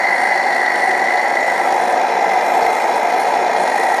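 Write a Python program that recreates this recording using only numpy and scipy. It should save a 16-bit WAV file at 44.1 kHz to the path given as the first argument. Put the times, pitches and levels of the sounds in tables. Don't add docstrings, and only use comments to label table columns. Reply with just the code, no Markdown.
import sys
import numpy as np
from scipy import signal
from scipy.fft import rfft, irfft
from scipy.io import wavfile
from scipy.ndimage import uniform_filter1d, map_coordinates

SR = 44100
rng = np.random.default_rng(int(sys.argv[2]) if len(sys.argv) > 2 else 0)


def put_to_file(sound):
    columns = np.atleast_2d(sound).T
    safe = np.clip(columns, -1, 1)
    whole_steps = np.round(safe * 32767)
    wavfile.write(sys.argv[1], SR, whole_steps.astype(np.int16))


N = 176400
HZ, TIME = np.fft.rfftfreq(N, 1 / SR), np.arange(N) / SR

# time_s, overhead_fraction (0 beside the pot, 1 above its mouth)
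MIC_PATH = [(0, 0.16), (.45, 0.083), (.9, 0.36), (1.3, 0.38), (1.6, 0.56), (2.0, 0.86), (2.7, 0.98),
            (3.3, 0.86), (3.65, 0.83), (4, 0.73)]
# pitch_hz, width_hz, beside_db, above_db
MODES = [(190.3, 11.5, -46.5, -46), (254.9, 13.4, -42.5, -41.3), (295, 7.5, -48, -44.5),
         (349.3, 20.4, -38, -35), (379, 13, -36.5, -38.5), (439.6, 31, -42.5, -33), (467.4, 24, -42.5, -31),
         (510, 64, -38, -30.5), (567, 50, -31, -30), (609, 25, -35.5, -30), (671, 29, -36, -28.5),
         (731.4, 51.5, -23, -20), (778.7, 41, -23.5, -23), (841, 34, -27.5, -24.5), (898, 50, -42, -24.5),
         (967, 63, -30, -27.5), (1263, 50, -48, -36), (1348, 32, -39, -37.5), (1611, 134, -30, -32),
         (1766, 22, -34.5, -37.5), (1905, 31, -25.5, -35.5), (2112, 83, -31, -34.5),
         (2417, 110, -48, -36.5), (3446, 120, -53.5, -46.5), (3976, 83, -55, -47), (4560, 150, -39.5, -56),
         (5594, 450, -43.5, -44)]
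# frequency_hz, beside_db_per_hz, above_db_per_hz
RUSH_SPECTRUM = [(20, -88, -88), (90, -95, -82), (139, -78.5, -73), (230, -64.5, -62), (395, -70, -79),
                 (750, -56, -57.5), (1180, -60, -62), (1450, -62.5, -78), (1810, -53.5, -70.5),
                 (2180, -75, -62.5), (2660, -73.5, -72), (4050, -97, -94), (16000, -125, -125)]
# time_s, pitch_hz, level_db
TUBE_WHISTLE = [(0, 2020, -19.5), (.35, 2010, -19.5), (.75, 1965, -22), (1.28, 2000, -21),
                (1.58, 1980, -25), (1.9, 2000, -33.5), (2.3, 2020, -29), (2.751, 2060, -30),
                (3.101, 2020, -33.5), (3.5, 1960, -37.5), (3.8, 1930, -23), (4, 1935, -27.5)]
# frequency_hz, beside_db_per_hz, above_db_per_hz
JET_SPECTRUM = [(20, -110, -110), (1200, -82, -71), (2700, -77.5, -74.5), (3550, -82.5, -76.5),
                (5070, -95, -78), (5970, -80, -85), (6300, -96, -79), (7250, -83.5, -85.5),
                (9150, -86.5, -98), (10000, -96, -95), (11500, -100, -93), (13400, -95, -97),
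                (15400, -105, -105)]
# time_s, pitch_hz, level_db
NOZZLE_WHISTLE = [(0, 6710, -50), (.7, 6830, -52.5), (1.45, 6880, -47.5), (1.75, 6740, -48),
                  (2.15, 6780, -51), (2.8, 6620, -45.5), (3.15, 6670, -49.5), (4, 6760, -46)]
# time_s, level_db
UPPER_RING_ENVELOPE = [(0, -40.5), (.85, -43), (1.3, -45.5), (1.75, -52), (2.1, -49), (2.42, -59),
                       (2.68, -43), (2.95, -57), (3.2, -42), (3.42, -52), (3.65, -41.5), (4, -51)]
# frequency_hz, level_db_per_hz
SIZZLE_SPECTRUM = [(20, -120), (3000, -86), (6500, -85), (8300, -79.5), (9000, -81), (10200, -79),
                   (11400, -89.5), (13300, -98), (15600, -105)]
# time_s, gain_db
SIZZLE_ENVELOPE = [(0, -6), (.2, 0), (.4, -3), (.55, 1.5), (.71, -4), (.82, 1), (1.0, -0.5), (1.3, -3),
                   (1.57, -0.5), (1.92, 1), (2.0, -5.5), (2.39, -3.5), (2.5, 0.5), (2.85, 0), (3.0, -1.5),
                   (3.22, -1.5), (3.32, -1), (3.5, -5), (3.6, 2), (4, 2)]
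# time_s, level_db
FIZZ_ENVELOPE = [(0, -58), (1.3, -60), (1.6, -55), (2.1, -62), (2.38, -58), (2.5, -49), (2.85, -54),
                 (3.2, -56), (3.4, -63), (4, -53)]
# start_s, length_s, centre_hz, width_octaves, level_db
SPURT_EVENTS = [(0.047, 0.3, 9400, .1, -48.5), (0.728, 0.2, 9400, .14, -47), (1.3, 0.44, 8330, 0.038, -53),
                (2.39, .54, 7700, .07, -50), (3.14, 0.14, 10400, .14, -45),
                (3.5, 0.52, 10240, 0.078, -51.5)]
# start_s, level_db, centre_hz
SPIT_EVENTS = [(.525, -33, 4000), (.662, -37, 3500), (1.172, -32, 3720), (1.262, -40, 3500),
               (1.956, -37, 3000), (2.624, -33, 5000), (3.203, -35, 10500)]
# beside_delay_ms, above_delay_ms, gain_ratio
ECHOES = [(1.48, 1.123, 0.1), (6.3, 5.7, 0.21), (9.4, 3.9, 0.16)]
# frequency_hz, gain_db
SIDE_SPECTRUM = [(80, -20), (170, -30), (700, -35), (1300, -30), (2000, -24), (4000, -24), (6500, -24),
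                 (9000, -39)]
# frequency_hz, left_minus_right_db
CHANNEL_BALANCE = [(140, .1), (210, .45), (6500, .45), (8500, 0)]

ROAR_THROB_DB, HISS_THROB_DB, SIZZLE_THROB_DB = 1.12, 1.2, 1.96
ROAR_FLUTTER_DB, WHISTLE_FLUTTER_DB, HISS_FLUTTER_DB, SIZZLE_FLUTTER_DB = 0.58, 2, 0.7, 1.5


def amp(db):
    return 10 ** (np.asarray(db) / 20)


def unit(x):
    return x / np.sqrt(np.mean(x ** 2) + 1e-20)


def spectrum(table, column=1):
    columns = np.transpose(table)
    return amp(np.interp(np.log(HZ + 1), np.log(columns[0] + 1), columns[column]))


def curve(points):
    return np.interp(TIME, *np.transpose(points))


def bell(hz, octaves):
    return np.exp(-.5 * (np.log2((HZ + 1) / hz) / octaves) ** 2)


def resonance(hz, half_width_hz):
    return 1 / (1 + ((HZ - hz) / half_width_hz) ** 2)


def highpass(hz):
    return HZ ** 4 / (HZ ** 4 + hz ** 4)


def colour(x, gain):
    return irfft(rfft(x) * gain, N)


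def noise(gain):
    return unit(colour(rng.standard_normal(N), gain))


def wander(rate_hz):
    return noise(HZ / (HZ + 1) * resonance(0, rate_hz))


def turbulence():
    return rng.standard_normal(N) * np.sqrt(SR / 2)


def airflow(table, overhead):
    air = turbulence()
    beside = colour(air, spectrum(table, column=1))
    above = colour(air, spectrum(table, column=2))
    return (1 - overhead) * beside + overhead * above


def roar(overhead):
    out = airflow(RUSH_SPECTRUM, overhead)
    for hz, width_hz, beside_db, above_db in MODES:
        ring = noise(resonance(hz, 0.83 * width_hz))
        out += ring * amp(beside_db + (above_db - beside_db) * overhead)
    return out


def flow_flutter(rate_hz=43.2):
    return unit(np.tanh(.5 * noise(bell(rate_hz, octaves=1))))


def flame_throb(mean_hz=55, stray_hz=5):
    throb_hz = mean_hz + stray_hz * wander(rate_hz=13.5)
    return unit(np.sin(2 * np.pi * np.cumsum(throb_hz) / SR))


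def whistle(track, half_width_hz):
    seconds, hz, db = np.transpose(track)
    phase = 2 * np.pi * np.cumsum(np.interp(TIME, seconds, hz)) / SR
    band = resonance(0, half_width_hz)
    in_phase = colour(rng.standard_normal(N), band)
    quadrature = colour(rng.standard_normal(N), band)
    tone = unit(in_phase * np.cos(phase) + quadrature * np.sin(phase))
    return tone * amp(np.interp(TIME, seconds, db))


def upper_ring():
    ring = noise(resonance(hz=4220, half_width_hz=115))
    return ring * amp(curve(UPPER_RING_ENVELOPE) + wander(rate_hz=10))


def sizzle(crackles_per_s=3600, spread_db=5, fizz_db=-3.5, crackle_db=-5.5):
    sizes = amp(spread_db * np.minimum(rng.exponential(1, N), 5)) * rng.choice([-1, 1], N)
    impulses = sizes * (rng.random(N) < crackles_per_s / SR)
    crackles = unit(impulses) * np.sqrt(SR / 2)
    fizz = colour(amp(fizz_db) * turbulence() + amp(crackle_db) * crackles, spectrum(SIZZLE_SPECTRUM))
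    return fizz * amp(curve(SIZZLE_ENVELOPE) + wander(rate_hz=13))


def top_fizz():
    return noise(bell(hz=11900, octaves=0.18)) * amp(curve(FIZZ_ENVELOPE))


def sputter(ticks_per_s=140, decay_s=0.0025, level_db=-43):
    kicks = (rng.random(N) < ticks_per_s / SR) * rng.uniform(.3, 1, N)
    envelope = signal.lfilter([1], [1, -np.exp(-1 / (decay_s * SR))], kicks)
    bursts = envelope * rng.standard_normal(N)
    return amp(level_db) * unit(colour(bursts, bell(hz=3500, octaves=0.66)))


def spurts(edge_s=0.065):
    out = np.zeros(N)
    for start_s, length_s, hz, octaves, db in SPURT_EVENTS:
        gate = np.clip(np.minimum(TIME - start_s, start_s + length_s - TIME) / edge_s, 0, 1)
        out += amp(db) * gate * noise(bell(hz, octaves))
    return out


def spits(decay_s=0.011):
    out = np.zeros(N)
    lowpass = 1 / (1 + (HZ / 11000) ** 8)
    for start_s, db, hz in SPIT_EVENTS:
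        envelope = (TIME >= start_s) * np.exp(-abs(TIME - start_s) / decay_s)
        out += amp(db) * envelope * noise(bell(hz, octaves=0.36) * lowpass)
    return out


def workshop(x, overhead, room_db=-10, t60_s=0.28):
    treble = colour(x, highpass(hz=3260))
    out = x.copy()
    for beside_ms, above_ms, gain in ECHOES:
        delay_s = (beside_ms + (above_ms - beside_ms) * overhead) / 1000
        out += gain * map_coordinates(treble, [(TIME - delay_s) * SR], order=3, mode="wrap")
    tail = rng.standard_normal(N) * np.exp(-np.log(1000) * TIME / t60_s)
    return out + amp(room_db) * colour(treble, rfft(tail / np.linalg.norm(tail)))


def stereo_width(mid, kernel_decay_s=0.0064, ripple_db=1):
    kernel = rng.standard_normal(N) * np.exp(-TIME / kernel_decay_s)
    ripple = amp(ripple_db) * rfft(kernel / np.linalg.norm(kernel)).real
    side = colour(mid, 1j * (1 + ripple) * spectrum(SIDE_SPECTRUM))
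    left_gain = np.sqrt(spectrum(CHANNEL_BALANCE))
    return np.array([colour(mid + side, left_gain), colour(mid - side, 1 / left_gain)])


def scene():
    overhead = np.clip(curve(MIC_PATH), 0, 1)
    flutter, throb = flow_flutter(), flame_throb()
    body = roar(overhead) * amp(ROAR_FLUTTER_DB * flutter)
    tube = whistle(TUBE_WHISTLE, half_width_hz=60) * amp(WHISTLE_FLUTTER_DB * flow_flutter())
    hiss = airflow(JET_SPECTRUM, overhead) + whistle(NOZZLE_WHISTLE, half_width_hz=230) + upper_ring()
    hiss *= amp(HISS_FLUTTER_DB * flutter)
    fizz = sizzle() + top_fizz() + spurts()
    fizz *= amp(SIZZLE_FLUTTER_DB * flutter + SIZZLE_THROB_DB * throb)
    burner = (body + tube) * amp(ROAR_THROB_DB * throb)
    burner += (hiss + sputter()) * amp(HISS_THROB_DB * throb)
    burner += fizz + spits()
    mid = colour(workshop(burner, overhead), highpass(hz=128))
    return stereo_width(mid)


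def record(dry, ceiling=0.51, recovery_db_per_s=1500, cutoff_hz=15700):
    over_db = 20 * np.log10(np.maximum(abs(dry).max(0) / ceiling, 1))
    recovery_db = TIME * recovery_db_per_s
    held_db = np.maximum.accumulate(over_db + recovery_db) - recovery_db
    limited = dry * amp(-uniform_filter1d(held_db, size=5))
    lowpass = signal.firwin(511, cutoff_hz, window=("kaiser", 9), fs=SR)
    return signal.oaconvolve(limited, lowpass[None], "same")


dry = scene()
out = record(dry)
put_to_file(out)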